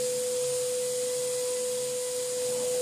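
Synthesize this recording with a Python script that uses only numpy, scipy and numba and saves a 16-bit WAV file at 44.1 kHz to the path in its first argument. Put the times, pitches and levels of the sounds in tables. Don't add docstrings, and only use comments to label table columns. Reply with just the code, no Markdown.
import sys
import numpy as np
from scipy import signal
from scipy.io import wavfile
from scipy.ndimage import uniform_filter1d
from numba import njit

SR = 44100
rng = np.random.default_rng(int(sys.argv[2]) if len(sys.argv) > 2 else 0)


def invert_db(x):
    u = np.asarray(x, float) / 20
    return 10 ** u


def int16_out(signal):
    q = np.round(np.clip(np.atleast_2d(signal).T, -1, 1) * 32767)
    wavfile.write(sys.argv[1], SR, q.astype(np.int16))


N = 123921


def level(x, db):
    return x * invert_db(db) / np.sqrt(np.mean(x ** 2))


@njit
def resonator(x, hz, width):
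    y, band_state, low_state = np.empty(len(x)), 0., 0.
    for i in range(len(x)):
        g = np.tan(np.pi * hz[i] / SR)
        damping = width / hz[i]
        v = (band_state + g * (x[i] - low_state)) / (1 + g * (g + damping))
        band_state = 2 * v - band_state
        low_state += 2 * g * v
        y[i] = damping * v
    return y


def band(hz, width):
    centre = hz * np.ones(N)
    once = resonator(rng.standard_normal(N), centre, 1. * width)
    return level(resonator(once, centre, 1. * width), 0)


def walk(rate):
    hold = int(SR / rate)
    steps = np.repeat(rng.standard_normal(N // hold + 1), hold)
    return 1.15 * uniform_filter1d(uniform_filter1d(steps, hold), hold)[:N]


def tone(phase, db):
    return np.sqrt(2) * invert_db(db) * np.sin(phase)


# t/s, level/dB
WHINE = [(0.03, -29), (0.13, -31), (0.27, -30), (0.38, -29.2), (0.52, -30), (1.0, -30.5), (1.52, -30.5),
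         (1.6, -31.5), (1.68, -31), (1.88, -32.5), (1.96, -31.5), (2.12, -33.5), (2.18, -30.5),
         (2.28, -34.2), (2.36, -31.5), (2.52, -29.6), (2.595, -31.5), (2.65, -29.5), (2.81, -28)]
# t/s, second order level/dB, fourth order level/dB
EVEN_ORDERS = [(0.03, -63, -80), (0.08, -73, -67.5), (0.54, -52.5, -68), (0.69, -72, -73.5),
               (0.83, -59, -57), (1.03, -76, -66), (1.1, -56, -61), (1.4, -56, -57.5), (1.52, -50.5, -66),
               (1.56, -57, -55.5), (1.61, -58, -62.5), (1.88, -55, -61), (1.93, -60.5, -84),
               (2.08, -53, -52), (2.12, -57.5, -63), (2.2, -55, -59), (2.32, -61.5, -64), (2.78, -60, -61)]
OTHER_ORDERS_DB = [-71, -73, -81, -70]


def spindle(t):
    shaft_hz, wobble_rad, whine_wobble_db, order_wobble_db = 498.35, 0.0078, 0.38, 0.6
    turn = 2 * np.pi * shaft_hz * t + wobble_rad * walk(27)
    out = tone(turn + 1, np.interp(t, *np.array(WHINE).T) + whine_wobble_db * walk(24.9))
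    times, second_db, fourth_db = np.array(EVEN_ORDERS).T
    for order, curve_db in ((2, second_db), (4, fourth_db)):
        db = np.interp(t, times, curve_db) + order_wobble_db * order * walk(25.66)
        out = out + tone(order * turn + order, db)
    for order, db in zip((3, 5, 6, 8), OTHER_ORDERS_DB):
        out = out + tone(order * turn + order, db + 4 * walk(3.64))
    return out


# t/s, lower hum level/dB, upper hum level/dB
PUMP = [(0.03, -52.5, -52), (0.3, -58.5, -55), (0.37, -59, -66.5), (0.49, -51, -70.5), (0.8, -60, -56.5),
        (1.09, -57, -55.5), (1.14, -67, -74), (1.19, -55, -60), (1.52, -65, -70), (1.61, -73.5, -53),
        (1.7, -58, -60.5), (1.89, -55.5, -55), (2.12, -66, -72), (2.16, -60, -69), (2.6, -60, -52.5),
        (2.78, -65, -65)]


def pumps(t):
    wander_rad, rough_db = 0.58, 2
    times, lower_db, upper_db = np.array(PUMP).T
    out = 0
    for hz, curve_db in ((139.6, lower_db), (222.8, upper_db)):
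        db = np.interp(t, times, curve_db) + rough_db * walk(13.7)
        out = out + tone(2 * np.pi * hz * t + wander_rad * walk(8.9), db)
    return out


BEARING_HZ = 1940, 2714, 2215, 1691, 720, 3397, 4905, 7430, 9012
# bandwidth/Hz, level/dB
BEARING_TONES = [(6.1, -71), (9.9, -69), (5, -74), (6.6, -74), (4.8, -67), (70, -58.5), (110, -57),
                 (69.6, -52.5), (90, -50.5)]


def bearings():
    return sum(invert_db(db) * band(hz, width) for hz, (width, db) in zip(BEARING_HZ, BEARING_TONES))


# f/Hz, bandwidth/Hz, level/dB
PANELS = [(114, 12, -81), (153, 16.3, -68.5), (277, 76, -64.5), (448, 94, -59.5), (550, 56, -61),
          (939, 57, -65.5)]


def panels():
    return sum(invert_db(db) * band(hz, width) for hz, width, db in PANELS)


# t/s, level/dB
FLOW = [
    (0, 1),
    (.3, 0),
    (.55, 1),
    (.9, 0),
    (1.3, 0.5),
    (1.6, 0),
    (1.9, -.5),
    (2.2, -.5),
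    (2.5, 0.5),
    (2.81, 0.5),
]


def air_flow(t, flicker_rate):
    return np.interp(t, *np.array(FLOW).T) + 0.52 * walk(flicker_rate)


# f/Hz, level/dB per Hz
AIR = [(25, -90), (110, -83.5), (260, -80), (380, -80.5), (1700, -86), (4500, -77.5), (10500, -81.5),
       (15000, -89)]


def broad_hiss(t):
    shape_hz, shape_db = np.array(AIR).T
    out = 0
    for hz in 25 * 2 ** (np.arange(29) / 3):
        density_db = np.interp(np.log(hz), np.log(shape_hz), shape_db)
        db = density_db + 10 * np.log10(hz)
        out = out + invert_db(db + air_flow(t, 9.54)) * band(hz, hz / 2.6)
    return level(out, -39.5)


# f/Hz, bandwidth/Hz, level/dB
JET = [(2385, 110, -73.5), (5060, 460, -59), (6670, 440, -49.5), (7190, 730, -45.5), (7840, 500, -47.5),
       (8620, 1150, -46), (9210, 550, -44), (9540, 400, -50.5), (10000, 70, -71.5)]


def jet(t):
    out = 0
    for hz, width, db in JET:
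        drifting_hz = hz * (1 + 0.0022 * walk(3.0))
        out = out + invert_db(db + air_flow(t, 16)) * band(drifting_hz, width)
    return out


def enclosure(direct):
    t60_s, wall_db = 0.064, -18
    lag = np.arange(SR // 4) / SR
    walls = rng.standard_normal(len(lag)) * invert_db(-60 * lag / t60_s)
    walls = walls / np.sqrt(np.sum(walls ** 2))
    scattered = signal.fftconvolve(np.tile(direct, 2), walls)[N:2 * N]
    return (direct + invert_db(wall_db) * scattered) / np.sqrt(1 + invert_db(2 * wall_db))


# t/s, whir level/dB, whir f/Hz, rumble level/dB, cover level/dB
AXIS = [
    (2.28, -68, 600, -60, -70),
    (2.4, -60, 640, -51.5, -66),
    (2.47, -55, 684, -51, -55),
    (2.53, -53, 880, -50.5, -51),
    (2.6, -48, 900, -49, -54),
    (2.66, -53, 710, -52, -47),
    (2.71, -56, 690, -57, -55),
    (2.75, -50, 700, -47.5, -54),
    (2.81, -58, 695, -57, -39),
]


def axis(t):
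    times, whir_db, whir_hz, rumble_db, cover_db = np.array(AXIS).T

    def gain(curve_db):
        return invert_db(np.interp(t, times, curve_db, left=-99) - 0.5 * walk(27.9))

    whir = gain(whir_db) * band(np.interp(t, times, whir_hz), 220)
    rumble = gain(rumble_db) * band(209, 320)
    cover = gain(cover_db) * band(593, 110)
    return whir + rumble + cover


def scene():
    t = np.arange(N) / SR
    machine = spindle(t) + pumps(t) + bearings() + panels()
    air = enclosure(broad_hiss(t) + jet(t))
    return (machine + air + axis(t))[None]


# f/Hz, share of time
MUTED = [(300, .02), (385, .6), (430, 0), (600, 0), (645, .3), (720, .02), (1650, .02), (1810, .25),
         (1950, .03), (2600, .12), (3200, .18), (3800, .02), (10500, .01), (12000, .1), (12900, .4),
         (13150, .15), (13600, .3), (14500, .2), (16000, .15)]
# t/s, length/s, lowest f/Hz
TOP_LOST = [(.05, .02, 14800), (.255, .025, 14400), (.6, .02, 14700), (.9, .04, 14800), (1.07, .025, 14400),
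            (2.05, .04, 14900), (2.58, .04, 14500), (2.7, .03, 14600)]


def mute_weak_bands(x):
    hz, t, cells = signal.stft(x, SR, nperseg=2048, noverlap=1792)
    bins = np.arange(len(hz))
    row = np.where(hz < 11000, bins // 4, 400 + bins // 7)
    luck = uniform_filter1d(rng.standard_normal((600, len(t))), size=11, axis=1)[row]
    power = uniform_filter1d(abs(cells[0]) ** 2, size=30, axis=1)
    loud = np.log(uniform_filter1d(power, size=4, axis=0) + 1e-18)
    luck = luck + .15 * (loud - np.median(loud, axis=1)[:, None]) * (hz[:, None] < 1000)
    middle_hz = np.bincount(row, hz)[row] / np.bincount(row)[row]
    share = np.interp(middle_hz, *np.array(MUTED).T)
    mute = luck < np.quantile(luck, share)[:, None]
    for at, length, lowest_hz in TOP_LOST:
        mute = mute | (hz[:, None] > lowest_hz) & (abs(t - at) < length / 2 + .012)
    gated = cells * np.where(mute, invert_db(-32), 1)
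    return signal.istft(gated, SR, nperseg=2048, noverlap=1792)[1][:, :N]


def roll_off(x):
    return signal.sosfilt(signal.butter(12, 16010, fs=SR, output="sos"), x)


def record(dry):
    top_cut = signal.ellip(12, .3, 70, 15130, fs=SR, output="sos")
    mix = mute_weak_bands(signal.sosfilt(top_cut, dry))
    return roll_off(mix)


dry = scene()
out = record(dry)
int16_out(out)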